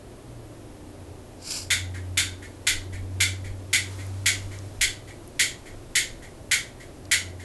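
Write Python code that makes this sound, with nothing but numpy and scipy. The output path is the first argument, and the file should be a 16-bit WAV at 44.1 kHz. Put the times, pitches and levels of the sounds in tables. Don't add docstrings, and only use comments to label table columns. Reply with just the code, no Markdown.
import sys
import numpy as np
from scipy import signal
from scipy.fft import rfft, irfft, next_fast_len
from scipy.io import wavfile
from scipy.ndimage import uniform_filter1d, map_coordinates

SR = 44100
rng = np.random.default_rng(int(sys.argv[2]) if len(sys.argv) > 2 else 0)


def materialize(psi):
    bounded = np.clip(np.atleast_2d(psi).T, -1, 1)
    quanta = np.round(bounded * 32767).astype(np.int16)
    wavfile.write(sys.argv[1], SR, quanta)


N = 328104


def amp(db):
    return 10 ** (np.asarray(db) / 20)


def unit(x):
    return x / np.sqrt(np.mean(x ** 2) + 1e-20)


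def along(points, hz):
    knots_hz, values = np.transpose(points)
    return np.interp(np.log(hz + 1), np.log(knots_hz + 1), values)


def peak(hz, centre_hz, width_hz):
    return 1 / (1 + ((hz - centre_hz) / width_hz) ** 2)


def wobble(knots_per_s):
    knots = rng.standard_normal(int(N * knots_per_s / SR) + 4)
    return map_coordinates(knots, [np.arange(N) * knots_per_s / SR])


def swells(rows, rest_db=-120):
    t = np.arange(N) / SR
    bells = [amp(db) * np.exp(-((t - peak_s) / half_s) ** 2) for peak_s, db, half_s in rows]
    return np.sqrt(amp(rest_db) ** 2 + sum(bell ** 2 for bell in bells))


def filtered(x, response):
    size = next_fast_len(len(x) + 8192)
    return irfft(rfft(x, size) * response(np.fft.rfftfreq(size, 1 / SR)), size)[:len(x)]


def noise(spectrum):
    return unit(filtered(rng.standard_normal(N), lambda hz: amp(along(spectrum, hz))))


def click(gain, size=2048):
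    hz = np.fft.rfftfreq(size, 1 / SR)
    cepstrum = irfft(np.log(np.maximum(gain(hz), 1e-6)))
    cepstrum[1:size // 2] *= 2
    cepstrum[size // 2 + 1:] = 0
    return irfft(np.exp(rfft(cepstrum)))


def flatten(x, smooth_hz=240):
    size = next_fast_len(2 * len(x))
    hz = np.fft.rfftfreq(size, 1 / SR)
    power = uniform_filter1d(np.abs(rfft(x, size)) ** 2, size=int(smooth_hz * size / SR))
    equaliser = click(lambda f: np.interp(f, hz, np.sqrt(power.mean() / power)))
    return signal.fftconvolve(x, equaliser)[:len(x)]


def add(track, start_s, sound):
    part = track[max(round(start_s * SR), 0):][:len(sound)]
    part += sound[:len(part)]


# frequency in Hz, relative noise density in dB.
AIR_SPECTRUM = [(12, -43), (20, -5), (102, -2), (205, -13), (241, -8.5), (370, -6), (458, -13), (583, -11),
                (742, -16), (895, -19.5), (1340, -26), (1570, -26.5), (5980, -35), (11100, -33.5),
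                (12000, -36), (15600, -76), (22000, -120)]

def room_air(level_db=-44.5):
    return amp(level_db) * noise(AIR_SPECTRUM)


# frequency in Hz, level in dB.
HUM_TONES = [(120, -57.5), (241, -61.5), (298, -56.5), (372, -69.5), (510, -65.5)]

def appliance_hum(waver_db=2.6, drift_rad=0.68):
    out, t = np.zeros(N), np.arange(N) / SR
    for hz, db in HUM_TONES:
        waver = amp(waver_db * wobble(3.6))
        tone = np.sin(2 * np.pi * hz * t + drift_rad * wobble(7))
        out += amp(db) * unit(waver * tone)
    return out


# peak time in seconds, level in dB, half-length in seconds.
NUDGES = [(2.77, -34.5, 0.052), (3.0, -42, .1), (3.5, -39, .07), (4.45, -43, .12), (4.82, -34, 0.068),
          (6.1, -47, 0.65)]

def handling_rumble():
    rumble = noise([(10, -10), (25, -3), (48, -8), (80, -32), (200, -36), (600, -90)])
    return swells(NUDGES, rest_db=-56) * rumble


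# time in seconds, firing rate in Hz.
FIRING_RATE = [(0, 138.4), (.84, 90.5), (2.35, 91.3), (5.1, 98.8), (6.05, 98.2), (7.44, 88.7)]
# multiple of the firing rate, relative level in dB.
EXHAUST_ORDERS = [(1, 0), (2, -23), (3, -20)]
# peak time in seconds, level in dB, half-length in seconds.
DRONE_SWELLS = [(.45, -45.5, 0.19), (1.0, -47.5, 0.41), (2.02, -32.5, 0.34), (3.2, -32.5, 0.48),
                (4.2, -34, 0.52), (5.0, -48.5, 0.48), (6.5, -53, 0.29), (7.4, -40, 0.33)]

def engine(flutter_db=0.8):
    times_s, rates_hz = np.transpose(FIRING_RATE)
    firing_hz = np.interp(np.arange(N) / SR, times_s, rates_hz)
    phase = 2 * np.pi * np.cumsum(firing_hz) / SR
    note = sum(amp(db + flutter_db * wobble(7.7)) * np.sin(k * phase) for k, db in EXHAUST_ORDERS)
    return swells(DRONE_SWELLS, rest_db=-63) * unit(note)


# start in seconds, relative level in dB, pitch in Hz.
CLOTH_TICKS = [(1.521, -23.5, 5250), (4.0655, -42, 10000), (4.588, -38, 6040), (5.2767, -40.5, 10600),
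               (7.0537, -41.5, 5470)]

def cloth_ticks(t60_s=0.013, width_hz=1600, gain_db=5.5):
    out, t = np.zeros(N), np.arange(SR // 40) / SR
    for start_s, db, tick_hz in CLOTH_TICKS:
        burst = rng.standard_normal(len(t)) * amp(-60 * t / t60_s)
        tick = signal.fftconvolve(burst, click(lambda hz: peak(hz, tick_hz, width_hz)))
        add(out, start_s, amp(db + gain_db) * tick / np.abs(tick).max())
    return out


# frequency in Hz, relative noise density in dB.
SWISH_SPECTRUM = [(590, -21), (1000, -16), (1700, -15), (1890, -30), (1970, -33), (2140, -13), (2450, -10),
                  (3590, -16), (4910, -0.5), (6570, -12), (7140, -4), (8080, -9.5), (12000, -16),
                  (15600, -46), (22000, -120)]
# peak time in seconds, level in dB, half-length in seconds.
SWISHES = [(1.545, -31, 0.083)]
# peak time in seconds, level in dB, half-length in seconds.
STIRS = [(3.95, -47.5, 0.18), (4.42, -51.5, 0.4), (4.6, -58.5, 4.3)]

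def clothes():
    swish = unit(noise(SWISH_SPECTRUM) * amp(1.8 * wobble(160)))
    stir = noise([(200, -18), (1100, 1.5), (2500, -6), (7000, -5), (12000, -10)])
    stir *= amp(0.92 * wobble(30))
    return swells(SWISHES) * swish + swells(STIRS, rest_db=-66) * stir


# frequency in Hz, time to decay by 60 dB in seconds.
ROOM_T60 = [(300, 0.2), (1400, 0.32), (2100, 0.29), (4000, .31), (7500, 0.27), (12000, 0.23)]

def diffuse_tail(build_s=0.0078):
    hz, t, spectra = signal.stft(rng.standard_normal(SR // 2), SR, nperseg=256)
    decay = amp(-60 * t / along(ROOM_T60, hz)[:, None])
    tail = signal.istft(spectra * decay, SR, nperseg=256)[1]
    tail *= 1 - np.exp(-np.arange(len(tail)) / SR / build_s)
    return tail / np.linalg.norm(tail)


# delay in seconds, relative gain.
WALL_ECHOES = [(.0034, 1), (.0066, 0.87), (.0078, 0.62), (.0138, 0.29), (.0180, .7), (.0255, .5),
               (0.0319, 0.65)]

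def in_room(touch, steady_tail, direct_db=-0.5, shade_hz=3000, tail_db=10, scatter_s=0.0002):
    echoes = amp(tail_db) * (steady_tail + diffuse_tail()) / np.sqrt(2)
    for delay_s, gain in WALL_ECHOES:
        arrival_s = delay_s + scatter_s * rng.standard_normal()
        add(echoes, arrival_s, np.array([gain * amp(0.92 * rng.standard_normal())]))
    add(echoes, 0, amp(direct_db) * click(lambda hz: 1 / np.hypot(1, hz / shade_hz)))
    spread = flatten(signal.fftconvolve(touch, flatten(echoes)))
    return spread / np.linalg.norm(spread)


# frequency in Hz, relative level in dB.
SKIN_CRACK = [(200, -26), (600, -24), (900, -11), (1130, -23), (1450, -5.5), (2700, -1.5), (4000, 0),
              (5200, -3), (6200, -4), (8500, -3.5), (10400, -4), (11800, -7.5)]
# centre in Hz, half-width in Hz, relative level in dB.
HAND_RESONANCES = [(1535, 121, 3), (3080, 104, 2), (4390, 240, -1.5), (6685, 160, 3.5), (7400, 480, 0.5)]

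def hand(hollow_hz, hollow_db, width_hz, overtone_hz, overtone_db, thud_db):
    def gain(hz):
        crack = amp(along(SKIN_CRACK, hz))
        hollow = amp(hollow_db) / np.sqrt(1 + np.abs((hz - hollow_hz) / width_hz) ** 5)
        overtone = amp(overtone_db) * peak(hz, overtone_hz, width_hz=210)
        resonances = [amp(db) * peak(hz, centre, width) for centre, width, db in HAND_RESONANCES]
        power = sum(part ** 2 for part in [crack, hollow, overtone, *resonances])
        flesh = amp(thud_db / (1 + (hz / 1800) ** 10))
        return flesh * np.sqrt(power)
    return click(gain)


def grip(time_s, first, settled, settle_s=2.27):
    return settled + (first - settled) * np.exp(-(time_s - FIRST_SNAP_S) / settle_s)


# start in seconds, relative level in dB, hollow pitch in Hz.
FINGER_PATS = [(1.94, -10.5, 1930), (2.42, -12, 1990), (2.925, -11, 2080), (3.44, -12, 2090),
               (3.984, -12, 2120), (4.51, -13.5, 2100), (5.074, -13.5, 2110), (5.654, -13.5, 2100),
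               (6.221, -13.5, 2030), (6.798, -13.5, 2010), (7.394, -12.5, 1980)]

def pats(steady_tail, brush_s=0.0048):
    out, t = np.zeros(N), np.arange(SR // 10) / SR
    for start_s, db, hollow_hz in FINGER_PATS:
        brush = rng.standard_normal(len(t)) * np.sqrt(t) * np.exp(-t / brush_s)
        body = hand(hollow_hz, hollow_db=14, width_hz=grip(start_s, first=330, settled=184),
                    overtone_hz=3300, overtone_db=3, thud_db=4)
        add(out, start_s, amp(db) * signal.fftconvolve(in_room(brush, steady_tail), body))
    return out


# start in seconds, relative level in dB, hollow pitch in Hz, extra ring in dB, palm thud in dB.
FINGER_SNAPS = [(1.704, -1.9, 2130, 0, 1.5), (2.173, -0.9, 2180, -3, 0.5), (2.6684, -0.5, 2160, -1.2, 0),
                (3.204, -0.3, 2144, 0, -1), (3.73, -0.25, 2130, 1.3, -2.5), (4.2591, 0.55, 2120, -1, -2.5),
                (4.811, 0, 2105, -1, -4.5), (5.3938, 0.5, 2050, 0.3, -5.5), (5.9534, 0.34, 2020, 0, -6.5),
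                (6.513, -0.5, 2110, 0.5, 0.5), (7.1136, 0.8, 2080, -0.1, -1)]
FIRST_SNAP_S = FINGER_SNAPS[0][0]

def snaps(steady_tail, slap_s=0.0011, hollow_db=10.5, width_hz=200, sag_hz_per_s=49, gain_db=17):
    out, t = np.zeros(N), np.arange(256) / SR
    for start_s, db, hollow_hz, ring_db, thud_db in FINGER_SNAPS:
        grit = grip(start_s, first=0.79, settled=0.28)
        slap = grit * rng.standard_normal(len(t)) * np.exp(-t / slap_s)
        slap[0] = 1
        overtone_hz = 3537 - sag_hz_per_s * (start_s - FIRST_SNAP_S)
        overtone_db = grip(start_s, first=8.5, settled=1)
        body = hand(hollow_hz, hollow_db + ring_db, width_hz, overtone_hz, overtone_db, thud_db)
        add(out, start_s, amp(db + gain_db) * signal.fftconvolve(in_room(slap, steady_tail), body))
    return out


def scene():
    steady_tail = diffuse_tail()
    near = snaps(steady_tail) + pats(steady_tail) + clothes() + cloth_ticks()
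    background = engine() + room_air() + appliance_hum() + handling_rumble()
    return (near + background)[None]


def record(dry):
    top_hz = 11800
    return np.array([filtered(x, lambda hz: 1 / np.sqrt(1 + (hz / top_hz) ** 200)) for x in dry])


dry = scene()
out = record(dry)
materialize(out)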